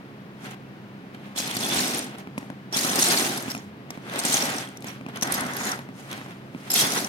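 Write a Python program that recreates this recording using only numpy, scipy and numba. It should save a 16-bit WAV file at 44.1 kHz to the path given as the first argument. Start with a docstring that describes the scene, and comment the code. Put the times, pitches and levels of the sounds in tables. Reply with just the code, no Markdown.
"""A fan motor hums throughout, close to a phone with two microphone ports. A hand first brushes loose
plastic bricks and toy wheels on a wooden floor, with a few light knocks. From 1.35 s it sweeps them along
five times: collisions excite the modes of the hollow pieces, edges skid on the varnish, the boards drum
and dragged pieces ring on. Stray knocks fall between the sweeps, and the floor gives four soft, deep
swells, as under a shifting knee. The last sweep ends near 7.1 s."""
import sys
import numpy as np
from scipy import signal
from scipy.fft import rfft, irfft, next_fast_len
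from scipy.io import wavfile
from scipy.ndimage import uniform_filter1d
from numba import njit

SR = 44100
rng = np.random.default_rng(int(sys.argv[2]) if len(sys.argv) > 2 else 0)


def bounce(signal):
    """Save signal as a 16-bit WAV file at the path given by the first command-line argument."""
    frames = np.transpose(np.atleast_2d(signal))
    limited = np.clip(frames, -1, 1)
    pcm = np.round(limited * 32767).astype(np.int16)
    wavfile.write(sys.argv[1], SR, pcm)


N = 312228
PORT_LAG = 11  # samples by which the right port hears later

# normal modes of the hollow bricks: f/Hz, spread/Hz, relative level/dB
BRICK_MODES = [(2184, 300, -12.5), (3480, 640, -7.5), (4007, 396, -4), (5000, 140, -6.5), (5750, 233, -4.5),
               (6720, 340, -4), (8140, 110, -10.5), (8600, 646, -4.5), (10560, 680, -5.5),
               (10980, 1000, -10), (12380, 350, -10), (14550, 510, -14.5)]


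def undb(db):
    """Amplitude ratio of a level in decibels."""
    return 10 ** (np.asarray(db) / 20)


def level(x, db):
    """Scaling to a given RMS level."""
    return x * undb(db) / np.sqrt(np.mean(x ** 2))


def colour(x, points):
    """Spectral shaping by points (f/Hz, gain/dB) joined on a log-frequency axis."""
    hz, db = np.transpose(points)
    size = next_fast_len(N)
    log_hz = np.log(np.arange(size // 2 + 1) * SR / size + 1)
    return irfft(rfft(x, size) * undb(np.interp(log_hz, np.log(hz), db)), size)[..., :N]


def two_bands(x, split_hz, low_db, high_db):
    """Crossover: complementary bands, each with its own gain."""
    low = colour(x, [(split_hz, 0), (1.2 * split_hz, -30)])
    return low * undb(low_db) + (x - low) * undb(high_db)


def resonate(x, modes):
    """Superposition of two-pole resonances (f/Hz, bandwidth/Hz, gain/dB)."""
    return sum(undb(db) * signal.lfilter(*signal.iirpeak(hz, hz / width, SR), x)
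               for hz, width, db in modes)


def walk(rate_hz):
    """Slow random modulation: held values, smoothed twice, with a spread near 1."""
    hold = int(SR / rate_hz)
    steps = np.repeat(rng.standard_normal(N // hold + 1), hold)
    return 1.3 * uniform_filter1d(uniform_filter1d(steps, hold), hold)[:N]


def ports(x, other, coherent_hz):
    """Partial coherence: the right port hears x later, giving way to an unrelated sound in the treble."""
    hz = np.arange(len(x) // 2 + 1) * SR / len(x)
    coherence = 1 / (1 + (hz / coherent_hz) ** 2.7)
    right = coherence * rfft(np.roll(x, PORT_LAG)) + np.sqrt(1 - coherence ** 2) * rfft(other)
    return np.array([x, irfft(right, len(x))])


@njit
def damped_sines(size, start, hz, t60, gain, lag):
    """Free vibration: each mode decays exponentially, with its own gain and arrival at each port."""
    out = np.zeros((2, size + 8192))
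    for mode in range(len(start)):
        pole = np.exp(2j * np.pi * hz[mode] / SR - np.log(1000) / (t60[mode] * SR))
        phasor = 1 + 0j
        for i in range(min(int(t60[mode] * SR), 8000)):
            phasor *= pole
            out[0, start[mode] + i] += gain[0, mode] * phasor.imag
            out[1, start[mode] + lag[mode] + i] += gain[1, mode] * phasor.imag
    return out[:, :size]


def strike(start, db, pan_db, hz, t60, lag):
    """Impulse excitation of one mode per entry; start and lag are in samples, t60 in seconds."""
    gain = undb(db + np.array([pan_db, -pan_db]) / 2)
    lag = np.clip(lag, 0, 60).astype(np.int64)
    return damped_sines(N, start.astype(np.int64), np.clip(hz, 50, .45 * SR), t60, gain, lag)


def fan_hum(fundamental_hz=67.74):
    """Harmonic series: motor partials waver together in pitch, singly in level, over rushing air."""
    # motor partials: harmonic number, level/dB, left minus right/dB
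    partials = [(2, -48, -1), (3, -46.5, 4.5), (4, -52, -2), (5, -56, -7), (6, -57.5, -11)]
    # spectrum of the air: f/Hz, relative density level/dB
    air_spectrum = [(20, -35.5), (60, -22.5), (98, -12.5), (126, 0.5), (159, -5), (197, 3), (235, -4.5),
                    (275, -5.5), (420, -12), (1400, -19), (3000, -26), (5000, -34), (7500, -44.5),
                    (16000, -45.5)]
    phase = 2 * np.pi * np.cumsum(fundamental_hz * (1 + 0.01002 * walk(2.2))) / SR
    motor = sum(undb(db + 1.47 * walk(14) + np.array([[pan_db], [-pan_db]]) / 2) * np.sin(k * phase)
                for k, db, pan_db in partials)
    air = colour(ports(*rng.standard_normal((2, N)), coherent_hz=1140), air_spectrum)
    return np.array([motor[0], np.roll(motor[1], PORT_LAG)]) + level(air, -43)


def hand_levels(still_db=-83, fade_db=29.5):
    """Incoherent sources add as powers: sweeps and brushes set clatter, skid, drum, grit and top in dB."""
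    # light brushes of the hand: t/s, rise/s, fall/s, clatter level/dB, sliding level/dB
    brushes = [(0.458, 0.11, 0.12, -48, -39), (.512, .03, 0.033, -47, -48), (.546, 0.14, 0.012, -56, -44),
               (1.148, 0.03, 0.027, -57, -46), (1.26, 0.25, 0.41, -63, -50.5),
               (2.19, 0.049, 0.086, -51, -41.5), (2.41, 0.077, 0.22, -55.5, -48),
               (3.95, 0.11, 0.16, -57, -47), (4.88, 0.11, 0.18, -45.5, -42.5),
               (5.09, 0.024, 0.08, -60, -43), (5.17, 0.13, 0.22, -56, -38), (5.226, 0.017, 0.018, -33, -25),
               (6.0, 0.11, 0.18, -49, -50), (6.13, 0.21, 0.41, -47, -41), (6.32, 0.2, 0.077, -76, -46),
               (6.682, 0.26, 0.18, -47.5, -45)]
    # five sweeps, one envelope each: t/s, clatter level/dB, sliding level/dB
    sweeps = [
        [(1.35, -72, -51), (1.36, -39.5, -46), (1.386, -26, -43), (1.44, -33, -40.5), (1.56, -36, -38),
         (1.62, -30, -36.5), (1.73, -29, -33.5), (1.784, -24, -33.5), (1.814, -24.5, -35), (1.98, -32, -34.5),
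         (2.098, -48.5, -47.5), (2.16, -77, -44)],
        [(2.71, -61, -63), (2.728, -49, -38), (2.77, -22, -38.5), (2.872, -28.5, -33), (2.94, -27.5, -33.5),
         (2.985, -27.5, -29), (3.03, -20, -36.5), (3.075, -23.5, -28.5), (3.12, -21.5, -29.5),
         (3.165, -25, -33.5), (3.222, -24, -32), (3.468, -43.5, -41.5), (3.516, -40, -42), (3.7, -68, -64)],
        [(4.0, -63.5, -56), (4.168, -40.5, -29), (4.2, -27.5, -36.5), (4.21, -38, -37), (4.245, -29.5, -32.5),
         (4.27, -26, -31), (4.33, -23.5, -36), (4.36, -23.5, -32.5), (4.39, -26.5, -33.5), (4.44, -29.5, -32.5),
         (4.59, -36.5, -35.5), (4.758, -61, -56), (4.77, -52, -50)],
        [(5.238, -38, -34), (5.294, -46, -35), (5.346, -28, -32), (5.37, -35, -32.5), (5.524, -46.5, -36.5),
         (5.534, -43, -39.5), (5.67, -31, -33.5), (5.734, -40, -36.5), (5.91, -73, -63.5)],
        [(6.699, -55, -41), (6.705, -33, -39), (6.72, -33, -47), (6.727, -36, -40), (6.745, -27, -40),
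         (6.754, -22, -36), (6.76, -21.5, -33), (6.8, -17.5, -33.5), (6.828, -22, -27), (6.84, -23, -29.5),
         (6.894, -29.5, -35), (6.98, -27, -30), (7.074, -42, -40), (7.08, -42, -49)],
    ]
    # offsets for each sweep's heap: skid/dB, drumming/dB, grit over skid/dB, top of the clatter/dB
    heaps = [(-2.5, 2, 3.5, -3), (0.6, 2, -1.9, -0.5), (1.8, -1, -0.9, -2), (3.5, -0.5, -8.5, -0.5),
             (0, 0.5, -4, 0.5)]
    t = np.arange(N) / SR
    power = np.full((5, N), undb(2 * still_db))
    for sweep, (skid_db, drum_db, grit_db, top_db) in zip(sweeps, heaps):
        times, clatter_db, slide_db = np.transpose(sweep)
        rows = (clatter_db, slide_db + skid_db, slide_db + drum_db,
                slide_db + skid_db + grit_db, clatter_db + top_db)
        power += undb([2 * np.interp(t, times, row, left=-200, right=-200) for row in rows])
    for peak_s, rise, fall, clatter_db, slide_db in brushes:
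        away = np.maximum((peak_s - t) / rise, (t - peak_s) / fall)
        rows = np.array([[clatter_db], [slide_db], [slide_db], [slide_db], [clatter_db]])
        power += undb(2 * (rows - fade_db * np.minimum(away, 10)))
    return 10 * np.log10(power)


def clatter(body_db, top_db, collisions=26000, modes_each=3):
    """Modal ringing: thousands of small collisions, in louder and softer bunches, excite brick modes."""
    when, force = np.repeat(rng.random((collisions, 2)), modes_each, axis=0).T
    pan, lag = np.repeat(rng.standard_normal((collisions, 2)), modes_each, axis=0).T
    mode, sustain, detune, soft = rng.random((collisions * modes_each, 4)).T
    hz, spread, mode_db = np.array(BRICK_MODES)[(mode * len(BRICK_MODES)).astype(int)].T
    start = (when * N).astype(int)
    force_db = 2 * np.minimum(-np.log(1 - force), 4)  # most collisions are soft
    bunch_db = walk(65)[start]
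    db = mode_db + force_db + bunch_db - 5.1 * soft
    hz = hz + 1.506 * spread * (2 * detune - 1)
    t60 = 0.0093 * 3.04 ** (2 * sustain - 1)
    ringing = level(strike(start, db, 4.5 * pan, hz, t60, PORT_LAG + 8 * lag), 0)
    return two_bands(ringing, split_hz=9000, low_db=body_db, high_db=top_db)


def slips(density, spread_db):
    """Shot noise of friction: sparse impulses of uneven size."""
    impulses = (rng.random(N) < density) * rng.standard_normal(N)
    return impulses * undb(spread_db * np.minimum(rng.exponential(size=N), 4))


def skid(rub_db, grit_db):
    """Sliding friction: edges slip over the grain of the varnish, a hollow rub below and grit above."""
    # spectrum of the friction: f/Hz, relative density level/dB
    spectrum = [(410, 5.5), (700, 6.5), (1330, 11.5), (1460, 11.5), (3500, 5), (6740, -16), (7490, -45),
                (8420, -33), (11400, -13), (16000, -19)]
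    patchy = undb(2.73 * walk(45))
    friction = ports(slips(.3, 0.99) * patchy, slips(.3, 3.7) * patchy, coherent_hz=2310)
    friction = level(colour(friction, spectrum), 0)
    return two_bands(friction, split_hz=2050, low_db=rub_db, high_db=grit_db)


def boards(drum_db):
    """Forced vibration: the sliding pieces drive the resonances of the floor."""
    # modes of the boards: f/Hz, bandwidth/Hz, relative gain/dB
    modes = [(254, 57, 14), (302, 70, 16.5), (370, 84, 12.5), (419, 46, -2), (670, 350, 9.5),
             (744, 88, 3.5), (1230, 120, -3)]
    patchy = undb(walk(30))
    force = ports(patchy * slips(.2, 0.94), patchy * slips(0.16, 0.79), coherent_hz=1190)
    return level(resonate(force, modes), 0) * undb(drum_db)


def knocks(parts=24):
    """Impact transients: a crack, a woody tap, a hand-damped thud, the piece's ring and a short rattle."""
    # single knocks: t/s, level/dB, ring f/Hz, weight on the boards relative to that level/dB
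    blows = [(.4501, -40, 2500, -10), (0.51, -37, 2300, -4), (1.147, -39, 2400, 4),
             (1.3607, -23.5, 3300, -9), (1.3858, -17, 6700, -29), (1.378, -18.5, 4050, -19),
             (1.401, -13.5, 4860, -12), (1.475, -17, 3860, -14), (1.511, -17, 3360, -12),
             (1.55, -20, 6960, -12), (1.568, -12, 4450, -13), (1.6086, -21, 4400, -7),
             (1.632, -29, 12900, -17), (1.6631, -20, 10800, -18), (1.688, -15, 11100, -14),
             (1.735, -24, 3300, -10), (1.7443, -15.5, 9390, -25), (1.761, -14.5, 3900, -13),
             (1.805, -16, 4520, -22), (1.8556, -25, 11600, -20), (1.929, -33, 12500, -28),
             (1.946, -22, 8600, -31), (1.974, -25, 11000, -22), (1.983, -25.5, 11100, -34),
             (1.991, -16.5, 8740, -24), (2.0428, -28.5, 10300, -25), (2.184, -32, 8600, -13),
             (2.195, -38, 6900, -20), (2.198, -43, 12000, -26), (2.273, -40, 2910, 13.5),
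             (2.379, -21.5, 2470, 3), (2.3865, -32, 6500, -12), (2.4285, -42, 3660, 14),
             (2.5016, -33, 3620, 9.5), (2.7257, -22, 5730, -28), (2.735, -23, 3400, -16),
             (2.743, -19.5, 5600, -24), (2.7628, -13, 5770, -10), (2.77, -17.5, 6250, -23),
             (2.771, -19.5, 13200, -33), (2.79, -18, 5000, -24), (2.8094, -14.5, 6500, -20),
             (2.833, -16.5, 6330, -16), (2.848, -11.5, 10700, -8), (2.894, -14, 5700, -22),
             (2.957, -9.5, 9200, -22), (2.957, -19, 13000, -28), (2.9892, -9.5, 5100, -20),
             (2.991, -17, 12000, -26), (3.012, -16, 10300, -30), (3.018, -17, 6640, -28),
             (3.023, -14, 8800, -32), (3.025, -5.5, 6070, -24), (2.997, -12.5, 6560, -22),
             (3.039, -10, 6800, -18), (3.085, -13, 8700, -27), (3.099, -17, 4600, -20),
             (3.107, -20.5, 8600, -30), (3.123, -17.5, 11500, -26), (3.1743, -11.5, 4520, -29),
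             (3.347, -34, 3750, -17), (3.374, -26.5, 11200, -34), (3.3755, -18.5, 4930, -14),
             (3.4247, -23.5, 11700, -18), (3.458, -36, 2400, 11), (3.481, -37.5, 2400, 18.5),
             (3.502, -23, 5000, -25), (3.509, -25, 5600, -29), (3.509, -31, 12000, -30),
             (3.516, -18.5, 5270, -19), (3.5496, -22, 2390, -2), (3.568, -38, 2400, 11),
             (3.577, -31.5, 6700, -17), (3.905, -21, 5560, -7), (3.975, -39, 3900, 14.5),
             (4.0966, -29.5, 3700, -21), (4.137, -25, 2350, -15), (4.159, -19, 3650, -10),
             (4.1892, -13, 8530, -20), (4.199, -16, 6500, -16), (4.236, -21, 5050, -20),
             (4.2506, -10, 7500, -14), (4.254, -13, 8600, -21), (4.297, -14.5, 5950, -10),
             (4.309, -19, 6960, -20), (4.324, -15.5, 8650, -20), (4.337, -13, 8400, -23),
             (4.342, -6, 6200, -25.5), (4.3697, -10, 6530, -20), (4.423, -15, 5580, -26),
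             (4.565, -26, 8600, -30), (4.5828, -19, 5700, -26), (4.674, -37, 3300, -30),
             (4.688, -34, 8500, -20), (4.7718, -28, 5800, -19), (4.806, -41, 8600, -26),
             (4.8232, -29.5, 3660, -7), (4.844, -27, 2860, -1), (4.8435, -40, 12300, -28),
             (4.869, -31, 6500, -16), (4.875, -30, 7900, -20), (4.884, -29.5, 5600, -31),
             (4.894, -42, 13000, -30), (5.0111, -40.5, 2490, 12.5), (5.064, -34, 2500, 11),
             (5.0862, -33, 2570, 3), (5.1594, -24.5, 3030, -11), (5.172, -27, 6400, -22),
             (5.211, -22, 5960, -20), (5.2237, -9, 6000, -18), (5.2294, -11, 6100, -20),
             (5.272, -19.5, 3100, -4), (5.308, -25, 3160, -10), (5.3219, -11, 9560, -24),
             (5.3225, -20, 12600, -25), (5.3408, -13, 12400, -21), (5.4068, -15, 10400, -16),
             (5.4649, -22.5, 8500, -7), (5.535, -22, 6000, -10), (5.5656, -17.5, 11800, -19),
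             (5.604, -22.5, 2380, -9), (5.688, -20, 5600, -15), (5.7165, -16.5, 5900, -22),
             (5.7908, -30, 3570, 0), (5.8893, -41, 2470, 14), (6.1135, -23, 3330, -8),
             (6.128, -22.5, 3200, -19), (6.178, -34, 1910, 0), (6.2144, -36.5, 2000, 8),
             (6.262, -38, 2000, 7), (6.2844, -43, 2590, 4), (6.308, -39, 2640, -13),
             (6.316, -44, 3000, -14), (6.548, -43.5, 2400, 23.5), (6.703, -16.5, 12000, -23),
             (6.715, -18, 7400, -33), (6.7175, -15, 12000, -22), (6.7339, -13.5, 7300, -26),
             (6.7398, -9.5, 11800, -29), (6.758, -11, 3530, -22), (6.761, -16, 5430, -26),
             (6.7758, -11.5, 3630, -18), (6.808, -12.5, 7800, -18), (6.822, -10.5, 5750, -18),
             (6.92, -18.5, 5870, -30), (6.921, -25, 8300, -30), (6.934, -18, 12300, -9),
             (6.976, -16, 5800, -19), (6.987, -19, 3850, -14), (7.045, -20.5, 5750, -29),
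             (7.068, -33, 8500, -28)]
    onset_s, db, piece_hz, weight_db = np.repeat(np.transpose(blows), parts, axis=1)
    pan_db = 2 * np.repeat(rng.standard_normal(len(blows)), parts)
    late, soft, scatter = rng.random((len(onset_s), 3)).T
    part = np.arange(len(onset_s)) % parts
    kinds = [part == 0, part < 4, part == 4, part < 8]  # crack, three tap modes, thud, ring; else rattle

    brick_hz, spread, brick_db = np.array(BRICK_MODES)[part % len(BRICK_MODES)].T
    tap_hz = 523 * 2 ** (2.28 * (part % 4 - soft) / 3)  # the modes span 2.28 octaves
    ring_hz = piece_hz * (1 + 0.065 * (soft - .5))
    rattle_hz = brick_hz + spread * (2 * scatter - 1)
    hz = np.select(kinds, [6000., tap_hz, 270., ring_hz], rattle_hz)
    t60 = np.select(kinds, [0.000062, 0.01, 0.029, 0.014], .004)

    thud_db = weight_db - 1.5
    tap_db = thud_db - 0.46 * np.maximum(weight_db, 0)  # heavy knocks are dull
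    ring_db = -17.5 - 0.51 * weight_db
    rattle_db = brick_db - 2.5 - 2.5 * soft - 0.27 * np.maximum(weight_db + 4, 0)
    part_db = np.select(kinds, [1.5, tap_db, thud_db, ring_db], rattle_db)

    delayed = part >= 6  # the rattle and two further strikes of the ring
    rattle_s = .008 * 2 ** ((db + 10) / 14)  # half as long for a knock 14 dB softer
    late = late * np.where(kinds[3], .6, 1)  # the ring is struck again early in the rattle
    start = (onset_s + rattle_s * late ** 1.4 * delayed) * SR
    return strike(start, db + part_db, pan_db, hz, t60, PORT_LAG + 11 * (scatter - .5) * delayed)


def drags(jolts=40, ring_cycles=113):
    """Repeated excitation: a dragged piece is jolted again and again, so that one mode sounds on."""
    # hollow notes of dragged pieces: start t/s, end t/s, f/Hz, level/dB
    notes = [(1.362, 1.447, 3360, -39), (1.629, 1.662, 3430, -30.5), (1.698, 1.745, 3480, -30),
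             (1.551, 1.638, 8700, -42), (1.942, 2.055, 8600, -50), (3.102, 3.134, 4800, -28),
             (5.458, 5.602, 2050, -51), (5.34, 5.468, 1330, -39), (5.603, 5.718, 1320, -38),
             (2.728, 2.755, 5520, -27.5), (2.736, 2.762, 3320, -26.5), (2.894, 2.933, 6330, -32),
             (3.493, 3.597, 5500, -47), (3.55, 3.62, 6600, -54), (4.198, 4.205, 8630, -28),
             (4.342, 4.456, 817, -28.5), (4.419, 4.566, 800, -32), (4.57, 4.637, 11000, -53),
             (4.572, 4.625, 8600, -56), (4.879, 4.908, 5760, -45), (5.36, 5.39, 6400, -40),
             (5.583, 5.699, 6720, -37), (6.701, 6.719, 5330, -24), (6.704, 6.72, 11640, -25),
             (6.709, 6.741, 7400, -33), (6.73, 6.754, 5120, -30), (6.761, 6.818, 3280, -27),
             (6.831, 6.866, 3410, -30.5), (6.808, 6.832, 5660, -26), (7.047, 7.05, 5750, -24.5)]
    start_s, end_s, hz, db = np.repeat(np.transpose(notes), jolts, axis=1)
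    when, detune, soft, far = rng.random((len(hz), 4)).T
    length_s = end_s - start_s
    start = (start_s + when * length_s) * SR
    jolt_db = db + 10 * np.log10(length_s * hz / ring_cycles) - 9.6 * soft  # louder where fewer overlap
    jolt_hz = hz * (1 + 0.04 * (detune - .5))
    t60 = np.clip(ring_cycles / hz, .008, .03)
    return strike(start, jolt_db, np.zeros_like(hz), jolt_hz, t60, PORT_LAG + 7.6 * (far - .5))


def floor_swells(centre_hz=88, width_hz=24, half_length_s=0.067):
    """Narrow-band noise: a deep resonance of the floor swells under bell-shaped envelopes."""
    # soft swells of the floor: t/s, level/dB
    swells = [(1.77, -50), (2.9, -54), (3.72, -52), (5.35, -50)]
    t = np.arange(N) / SR
    mode = [(centre_hz, width_hz, 0)]
    rumble = level(resonate(resonate(rng.standard_normal(N), mode), mode), 0)
    return rumble * sum(undb(db) * np.exp(-((t - peak_s) / half_length_s) ** 2) for peak_s, db in swells)


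def room(x, t60=.22, tail_db=-13):
    """Reverberation: a short diffuse tail follows the direct sound, coherent only in the bass."""
    bass_cut = signal.butter(4, 105, "high", fs=SR, output="sos")  # the pieces and boards carry no deep bass
    direct = signal.sosfilt(bass_cut, x)
    t = np.arange(SR // 2) / SR
    tail = ports(*rng.standard_normal((2, len(t))), coherent_hz=1020) * np.exp(-np.log(1000) * t / t60)
    tail = signal.lfilter([1], [1, -.4], tail)  # softens the treble
    tail /= np.sqrt(np.sum(tail ** 2, axis=1, keepdims=True))
    diffuse = signal.fftconvolve(np.mean(direct, axis=0, keepdims=True), tail, axes=1)[:, :N]
    return direct + undb(tail_db) * diffuse


def scene():
    """Superposition: the pieces and boards reverberate; the fan and the swells add directly."""
    clatter_db, skid_db, drum_db, grit_db, top_db = hand_levels()
    pieces = clatter(clatter_db, top_db) + skid(skid_db, grit_db) + knocks() + drags() + boards(drum_db)
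    return room(pieces) + fan_hum() + floor_swells()


def record(dry, hiss_db=-72.5, top_hz=15900):
    """Frequency response: the two ports colour the sound differently; the phone adds hiss, cuts the top."""
    # response of the left port: f/Hz, left minus right/dB
    left_response = [(160, -0.9), (270, -2), (500, 2), (1100, 1), (2200, 3.5), (4000, -0.65), (8000, -0.9),
                     (15000, -1)]
    left = colour(dry[0], [(100, -.4)] + left_response)  # the ports nearly agree in the deep bass
    heard = np.array([left, dry[1]]) + undb(hiss_db) * rng.standard_normal((2, N))
    return signal.sosfilt(signal.ellip(10, .2, 80, top_hz, fs=SR, output="sos"), heard)


dry = scene()
out = record(dry)
bounce(out)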